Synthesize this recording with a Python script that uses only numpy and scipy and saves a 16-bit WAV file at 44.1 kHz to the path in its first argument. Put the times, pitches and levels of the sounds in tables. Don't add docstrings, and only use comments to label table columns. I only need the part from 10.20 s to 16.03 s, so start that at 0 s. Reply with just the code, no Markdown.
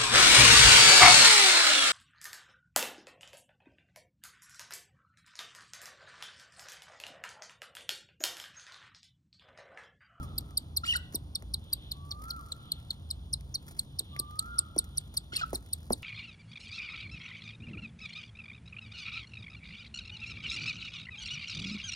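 import sys
import numpy as np
from scipy import signal
from scipy.fft import rfft, irfft, next_fast_len
from scipy.io import wavfile
from scipy.ndimage import uniform_filter1d

SR = 44100
rng = np.random.default_rng(int(sys.argv[2]) if len(sys.argv) > 2 else 0)


def transcribe(signal):
    frames = np.atleast_2d(signal).T
    limited = np.clip(frames, -1, 1)
    pcm = np.round(limited * 32767).astype(np.int16)
    wavfile.write(sys.argv[1], SR, pcm)


N = 257103
TIME = np.arange(N) / SR


def from_db(db):
    return 10 ** (np.asarray(db) / 20)


def rms_one(x):
    return x / np.sqrt(np.mean(x ** 2) + 1e-20)


def in_time(rows):
    s, *columns = np.transpose(rows)
    return [np.interp(TIME, s, column) for column in columns]


def add(out, s, sound):
    i = max(round(s * SR), 0)
    out[i:i + len(sound)] += sound[:N - i]


def gate(start, end, attack_s, release_s):
    rise = (TIME - start) / attack_s
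    fall = (end - TIME) / release_s
    return np.clip(np.minimum(rise, fall), 0, 1)


def flutter(rate_hz, size=N):
    r = np.exp(-2 * np.pi * rate_hz / SR)
    return rms_one(signal.lfilter([1], [1, -2 * r, r * r], rng.standard_normal(size)))


def colour(x, spectrum):
    hz, db = np.transpose(spectrum)
    size = next_fast_len(N)
    bins = np.maximum(np.fft.rfftfreq(size, 1 / SR), 1)
    gain = from_db(np.interp(np.log(bins), np.log(hz), db))
    return irfft(rfft(x, size) * gain, size)[..., :N]


def echoes(x, returns):
    return x + sum(from_db(db) * np.pad(x, (round(delay * SR), 0))[:N] for delay, db in returns)


# (f/Hz, phase lag/rad)
PORT_PHASE_LAG = [(0, 0), (400, .6), (1400, 2.4), (3000, 2.3), (3650, 2.0), (3900, 4.3), (4400, 4.9),
                  (5300, 6.6), (7900, 9.3), (11700, 12.5), (13800, 12.7), (16000, 15)]


def ports(x):
    size = next_fast_len(N + 512)
    lag = np.interp(np.fft.rfftfreq(size, 1 / SR), *np.transpose(PORT_PHASE_LAG))
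    right = irfft(rfft(x, size) * np.exp(-1j * lag), size)[:N]
    return np.array([x, right])


def reverb(x, t60, gap_s, apart_db=-8):
    t = TIME[:int((t60 + gap_s) * SR)]
    tails = rng.standard_normal((3, len(t))) * from_db(-60 * t / t60) * (t > gap_s)
    tails /= np.sqrt(np.sum(tails ** 2, axis=1, keepdims=True))
    wet = signal.fftconvolve(x[None], tails, axes=1)[:, :N]
    return ports(wet[0]) + from_db(apart_db) * wet[1:]


# (f/Hz, level/dB per Hz)
RUMBLE_SPECTRUM = [(20, -89), (40, -79), (62, -81.5), (95, -71), (160, -77.5), (300, -86), (420, -96),
                   (700, -97.5), (1350, -102), (1800, -113), (2700, -114), (5000, -120), (10000, -130)]
# (f/Hz, level/dB per Hz)
HISS_SPECTRUM = [(2400, -126), (3100, -112), (3700, -107), (5200, -112), (8000, -117), (9500, -102),
                 (10800, -121), (16000, -126)]
# (f/Hz, rms level/dB)
HUM_TONES = [(58.3, -54), (80.5, -54), (140, -60.5)]
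# (t/s, level/dB)
RUMBLE_LEVEL = [(0, 10), (.35, 2.5), (5.8, -0.5)]


def background(apart_db=-10, waver=0.8):
    white = rng.standard_normal((3, N)) * np.sqrt(SR / 2)
    swell = from_db(in_time(RUMBLE_LEVEL)[0])
    noise = swell * colour(white, RUMBLE_SPECTRUM) + colour(white[::-1], HISS_SPECTRUM)
    hum = np.zeros(N)
    for hz, db in HUM_TONES:
        strength = from_db(db) * np.sqrt(2) * (1 + waver * flutter(4.3))
        hum += strength * np.sin(2 * np.pi * hz * TIME + flutter(2.9))
    return ports(noise[0] + swell * hum) + from_db(apart_db) * noise[1:]


# (f/Hz, level/dB)
CHIRR_COLOUR = [(2400, -6.5), (3200, 11), (3650, 12.5), (4300, -2), (7000, -76)]


def chirr(flutter_hz=3, level_db=-67, swell_db=4.5):
    hiss = rms_one(colour(rng.standard_normal(N), CHIRR_COLOUR))
    return from_db(level_db + swell_db * flutter(flutter_hz)) * hiss


CLIMB_S, CLIMB_OCTAVES, CLIMB_BEND_S = .39, .3, .1
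TOP_HOLD_S, DROP_OCTAVES_PER_S, DROP_DB_PER_S = .045, 5.2, 90
WHISTLE_JITTER = .003
# (t of the top/s, top f/Hz, level at the top/dB, swell before it/dB per s)
WHISTLES = [(-.05, 1414, -42, 32), (2.114, 1378, -43, 46), (4.301, 1416, -44, 20)]


def whistles(knee_s=0.0092, attack_s=0.037, drop_s=0.077):
    out = np.zeros(N)
    for top_s, top_hz, db, swell_db_per_s in WHISTLES:
        to_top = np.maximum(top_s - TIME, 0)
        dropping = knee_s * np.logaddexp(0, (TIME - top_s - TOP_HOLD_S) / knee_s)
        climb = CLIMB_OCTAVES * to_top ** 2 / (to_top ** 2 + CLIMB_BEND_S ** 2)
        octaves_below = climb + DROP_OCTAVES_PER_S * dropping
        pitch = top_hz * 2 ** -octaves_below
        phase = 2 * np.pi * np.cumsum(pitch * (1 + WHISTLE_JITTER * flutter(52))) / SR
        level = from_db(db - swell_db_per_s * to_top - DROP_DB_PER_S * dropping)
        span = gate(top_s - CLIMB_S, top_s + TOP_HOLD_S + drop_s, attack_s, attack_s)
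        out += np.sin(phase) * level * span
    return out


# (t/s, level before
# colouring/dB, decay/s)
CLICKS = [(0.029, -58, 0.016), (0.209, -54, 0.0014), (0.924, -58, 0.007), (0.935, -60, 0.015),
          (1.224, -53, 0.0014), (1.5245, -45, 0.00031),  (2.163, -56, 0.0025), (3.209, -53, 0.001),
          (3.48, -56, 0.012), (3.51, -58.5, 0.0082), (3.567, -66.5, 0.096), (3.809, -54, 0.0011),
          (3.965, -51, 0.0016), (4.111, -57, 0.0018), (4.258, -61.5, 0.0035), (4.563, -55, 0.004),
          (4.642, -57.5, 0.0065), (4.94, -56.5, 0.012), (5.168, -58, 0.0017), (5.331, -52, 0.024),
          (5.703, -53.5, 0.0026)]
# (t/s, level/dB, f/Hz)
TAPS = [(1.223, -40, 1520), (3.964, -28.5, 2100)]
# (f/Hz, level/dB)
CLICK_COLOUR = [(500, 12), (1800, 14), (2700, 6), (4200, 10.5), (7000, 8.5), (9500, 15), (12000, 5),
                (16000, 4.5)]
RUSTLE_SWELL_DB, RUSTLE_FLUTTER_HZ = 3.5, 7


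def beaks(feeding, base_grains_per_s=90, grain_s=0.0034, crackle_db=-70.5, spread_db=6):
    clicks, taps, t = np.zeros(N), np.zeros(N), TIME[:SR // 20]
    for s, db, decay_s in CLICKS:
        add(clicks, s, from_db(db) * rng.standard_normal(len(t)) * np.exp(-t / decay_s))
    for s, db, hz in TAPS:
        add(taps, s, from_db(db) * np.sin(2 * np.pi * hz * t) * np.exp(-t / 0.00092))
    starts = rng.random(N) < base_grains_per_s * feeding / SR
    grains = starts * from_db(spread_db * np.minimum(rng.exponential(1, N), 3))
    decay = np.exp(-1 / (grain_s * SR))
    crackle = signal.lfilter([1], [1, -decay], grains + 1e-18) * rng.standard_normal(N)
    crackle *= from_db(RUSTLE_SWELL_DB * flutter(RUSTLE_FLUTTER_HZ))
    rustle = from_db(crackle_db) * np.sqrt(feeding) * rms_one(colour(crackle, CLICK_COLOUR))
    return taps + colour(clicks, CLICK_COLOUR) + rustle


SLIDE_SETTLE_S, SQUEAK_ATTACK_S, SQUEAK_RELEASE_S = .0205, .0048, .0021
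BLOOM_AT, BLOOM_WIDTH = 0.59, 0.35
# (t/s, length/s, middle f/Hz, slide at the middle/octaves per s,
# base level/dB, 2nd harmonic level/dB, 3rd harmonic level/dB)
SQUEAKS = [(0.1777, 0.012, 4356, 51, -28.5, -1.5, 1.5), (0.3695, 0.014, 4360, 48, -30, 6.5, 1.5),
           (0.5625, 0.019, 4530, 40, -29.5, 3, 3.5), (0.7558, 0.0175, 4450, 38, -36.5, 8.5, -0.5),
           (0.9434, 0.02, 4690, 42, -32, 3, -2), (1.1499, 0.013, 4400, 54.5, -27.5, -2.5, -11),
           (1.3364, 0.01, 4610, 63, -25, 0.5, -7), (1.527, 0.013, 4346, 35.6, -26.5, 1, 0.5),
           (1.7116, 0.016, 4097, 47, -33.5, -5, -7.2), (1.9077, 0.018, 4300, 46, -31.5, -11, -19),
           (2.1, 0.018, 4246, 55, -34.5, -8.5, -4.5), (2.3172, 0.011, 3910, 42, -29, -5.5, -22),
           (2.5155, 0.0092, 4220, 57, -27.8, 0, 0.5), (2.7021, 0.014, 4000, 46, -30.1, -10, -16.5),
           (2.9028, 0.016, 4294, 37, -33, 2, -8.5), (3.1268, 0.018, 4800, 44, -30.5, 2.2, -18.1),
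           (3.3404, 0.022, 4810, 35.7, -29.5, -5.5, -18.4), (3.5882, 0.013, 4270, 51, -31.5, 7, -8.0),
           (3.7868, 0.015, 4270, 50, -28.5, 3, -7.4), (3.989, 0.015, 4460, 41, -32, 8, -2),
           (4.1883, 0.012, 4130, 62, -32, 8, -3), (4.3817, 0.016, 4500, 49, -28.5, 8, -10),
           (4.5783, 0.019, 4572, 41, -28.5, 8.5, -9), (4.7701, 0.019, 4660, 50, -31.5, 6.5, -14),
           (4.9656, 0.018, 4480, 46, -32, 8, -4.5), (5.158, 0.018, 4370, 44, -32, 6.5, -8),
           (5.3441, 0.018, 4500, 42, -36, 10.5, -6), (5.5262, 0.015, 4364, 46, -34, 9, -0.5),
           (5.7185, 0.021, 4720, 43, -34.5, 11, -1)]
# (f/Hz, level/dB)
THROAT = [(3200, -13.5), (4300, 3.5), (5000, -2), (5600, -0.5), (6600, -8.4), (8700, 1), (10000, -3.5),
          (11000, -9.5), (12400, -3.5), (15000, -11)]
# (delay t/s, level/dB)
NEAR_WALL = [(.0038, -15)]


def chick(feeding, third_power=1.44, fourth_db=-26, jitter=0.011, shimmer=0.48, rasp_db=-25):
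    voice, splutter = np.zeros(N), np.zeros(N)
    t = TIME[:SR // 30]
    for s, length, hz, slide, db, second_db, third_db in SQUEAKS:
        slide_s = SLIDE_SETTLE_S * (1 - np.exp(-(t - length / 2) / SLIDE_SETTLE_S))
        pitch = hz * 2 ** (-slide * slide_s)
        phase = 2 * np.pi * np.cumsum(pitch * (1 + jitter * flutter(600, size=len(t)))) / SR
        swell = np.minimum(t / SQUEAK_ATTACK_S, 1) / (1 + np.exp((t - length) / SQUEAK_RELEASE_S))
        bloom = np.exp(-((t / length - BLOOM_AT) / BLOOM_WIDTH) ** 2)
        partials = [(1, 0.85), (2, from_db(second_db) * bloom),
                    (3, from_db(third_db) * bloom ** third_power), (4, from_db(fourth_db) * bloom)]
        squeak = np.zeros(len(t))
        for k, strength in partials:
            audible = k * pitch < SR / 2
            squeak += strength * np.sin(k * phase) * audible * (1 + shimmer * flutter(276, size=len(t)))
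        add(voice, s, np.sqrt(2) * from_db(db) * swell * squeak)
        add(splutter, s, from_db(db) * swell * bloom)
    rasp_colour = [(1500, 5.0), (4500, -1), (7000, 2), (9500, -18), (15000, 5.5)]  # (f/Hz, level/dB)
    rasp = rms_one(colour(rng.standard_normal(N), rasp_colour))
    return echoes(colour(voice, THROAT), NEAR_WALL) + from_db(rasp_db) * splutter * feeding * rasp


CHIRP_JITTER, CHIRP_SHIMMER, CHIRP_GRIT = .026, .35, .5
HARSH_ATTACK_S, HARSH_RELEASE_S = 0.016, 0.034
CRACK_DB, CRACK_OCTAVES_PER_S = 16, 90
# (t/s, f/Hz, pure note's base level/dB)
CHIRPS = [
    [(.634, 1346, -25.5), (.646, 1373, -35.5), (.649, 1627, -32), (.656, 2266, -20.5), (.663, 2468, -35),
     (.671, 2413, -32), (.678, 2850, -35.5), (.688, 2928, -35), (.706, 3032, -26), (.722, 2797, -37),
     (.729, 2740, -21.5), (.734, 1853, -27), (.747, 2030, -26), (.750, 1363, -27), (.760, 1500, -22.5),
     (.767, 1300, -70), (.778, 1400, -29), (.785, 1310, -36)],
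    [(5.120, 1391, -39), (5.131, 1455, -36), (5.134, 2116, -35), (5.149, 2173, -28), (5.152, 2614, -50),
     (5.180, 2737, -44), (5.186, 2442, -30.5), (5.208, 2514, -31), (5.211, 1475, -35), (5.222, 1470, -27),
     (5.228, 1326, -41), (5.238, 1310, -22.5), (5.251, 1300, -34)],
]
# (overtones level/dB, lines between them level/dB, rasp level/dB)
HARSH_LEVELS = [(-42.5, -55, -48.5), (-49, -52, -47.5)]
# (f/Hz, level/dB)
OVERTONE_COLOUR = [(2800, -2.5), (4000, 0.5), (5000, -4), (5900, -7.5), (7200, -3.5), (9000, -15),
                   (11000, -28.5), (15000, -33)]
# (f/Hz, level/dB)
RASP_COLOUR = [(800, -42), (1300, -12), (2000, 6), (3000, 5), (4500, -3), (6000, -13), (15000, -39)]


def chirps():
    out = np.zeros(N)
    rasp = rms_one(colour(rng.standard_normal(N), RASP_COLOUR) * (1 + CHIRP_GRIT * flutter(130)))
    for call, (overtones_db, halves_db, rasp_db) in zip(CHIRPS, HARSH_LEVELS):
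        hz, db = in_time(call)
        start, end = call[0][0], call[-1][0]
        leap = uniform_filter1d(np.abs(np.gradient(np.log2(hz))) * SR, size=100)
        crack = from_db(-CRACK_DB * np.minimum(leap / CRACK_OCTAVES_PER_S, 1))
        strain = gate(start, end, HARSH_ATTACK_S, HARSH_RELEASE_S)
        shake = np.sqrt(strain * from_db(rasp_db - db))
        phase = 2 * np.pi * np.cumsum(hz * (1 + CHIRP_JITTER * shake * flutter(390))) / SR
        overtones = np.zeros(N)
        for k in range(2, 6):
            strength = from_db(np.interp(k * hz, *np.transpose(OVERTONE_COLOUR)))
            overtones += strength * (1 + CHIRP_GRIT * flutter(190)) * np.sin(k * phase)
        halves = sum(flutter(52) * np.sin((k + .5) * phase) for k in (0, 1, 2))
        harsh = strain * (from_db(overtones_db) * overtones + from_db(halves_db) * halves)
        note_gate = gate(start, end, attack_s=0.0039, release_s=0.0083)
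        note = from_db(db) * np.sin(phase) * (1 + CHIRP_SHIMMER * flutter(62)) * note_gate
        out += crack * (note + harsh) + from_db(rasp_db) * strain * rasp
    return colour(out, [(1900, 0), (2350, -16.5), (2800, 7.5), (5700, 4.5), (6600, -3.0), (7800, 13)])


# (t/s, base level/dB, starting f/Hz)
BUMPS = [(0.945, -30, 420), (1.226, -44, 960), (3.806, -39, 720), (3.996, -36.5, 720), (4.563, -26.5, 890),
         (5.131, -38.5, 675), (5.3298, -22, 1174), (5.7048, -17, 1377)]
# (f/Hz, level/dB)
SHUDDER_COLOUR = [(100, -5), (260, 1), (450, -3), (620, -14), (850, -10.5), (1200, -20.5), (3000, -39)]


def bumps(rest_hz=205, spread_s=0.0026, attack_s=0.0011, decay_s=0.0054, shudder_db=-13, shudder_s=0.017):
    thuds, shaking, t = np.zeros(N), np.zeros(N), TIME[:SR // 5]
    for s, db, hz in BUMPS:
        pitch = rest_hz + (hz - rest_hz) * np.exp(-t / spread_s)
        phase = 2 * np.pi * np.cumsum(pitch) / SR
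        onset = from_db(db) * (1 - np.exp(-(t / attack_s) ** 2))
        add(thuds, s, onset * np.sin(phase) * np.exp(-t / decay_s))
        add(shaking, s, onset * np.exp(-t / shudder_s))
    shudder = rms_one(colour(rng.standard_normal(N), SHUDDER_COLOUR))
    return thuds + from_db(shudder_db) * shaking * shudder


BOX_DB, BOX_T60_S, NEST_ROOM_DB = -18.5, .024, -25.5
# (t/s, level/dB)
FEEDING = [(0, 7), (.9, -1.5), (1.3, 0.5), (2.0, 9.5), (2.95, -1.5), (3.5, 6.5), (5.0, 5.5), (5.8, 12)]
# (f/Hz, level/dB)
WALLS = [(4500, 0), (7000, -8), (15000, -9)]
# (delay t/s, level/dB)
FAR_WALLS = [(.085, -13), (0.289, -17)]
# (f/Hz, level/dB)
RIGHT_PORT = [(80, .3), (140, -.2), (500, 2), (1300, .8), (2700, -.2), (4400, .7), (8500, 0)]


def scene():
    feeding = from_db(in_time(FEEDING)[0])
    near = chick(feeding) + beaks(feeding) + bumps()
    calls, far = chirps(), whistles()
    dull = colour(near, WALLS)
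    box = from_db(BOX_DB) * reverb(dull, t60=BOX_T60_S, gap_s=0.0021, apart_db=3)
    nest_room = from_db(NEST_ROOM_DB) * reverb(dull, t60=0.099, gap_s=0.011, apart_db=0.5)
    nest = ports(near) + box + nest_room
    call_room = from_db(-19.5) * reverb(colour(calls, WALLS), t60=0.44, gap_s=0.0043, apart_db=1.5)
    whistle_room = from_db(-15.0) * reverb(far, t60=1.5, gap_s=0.016, apart_db=6)
    flock = ports(calls + echoes(far, FAR_WALLS) + chirr()) + call_room + whistle_room
    left, right = nest + flock + background()
    return np.array([left, colour(right, RIGHT_PORT)])


def record(dry):
    return signal.sosfiltfilt(signal.butter(16, 16300, fs=SR, output="sos"), dry)


dry = scene()
out = record(dry)
transcribe(out)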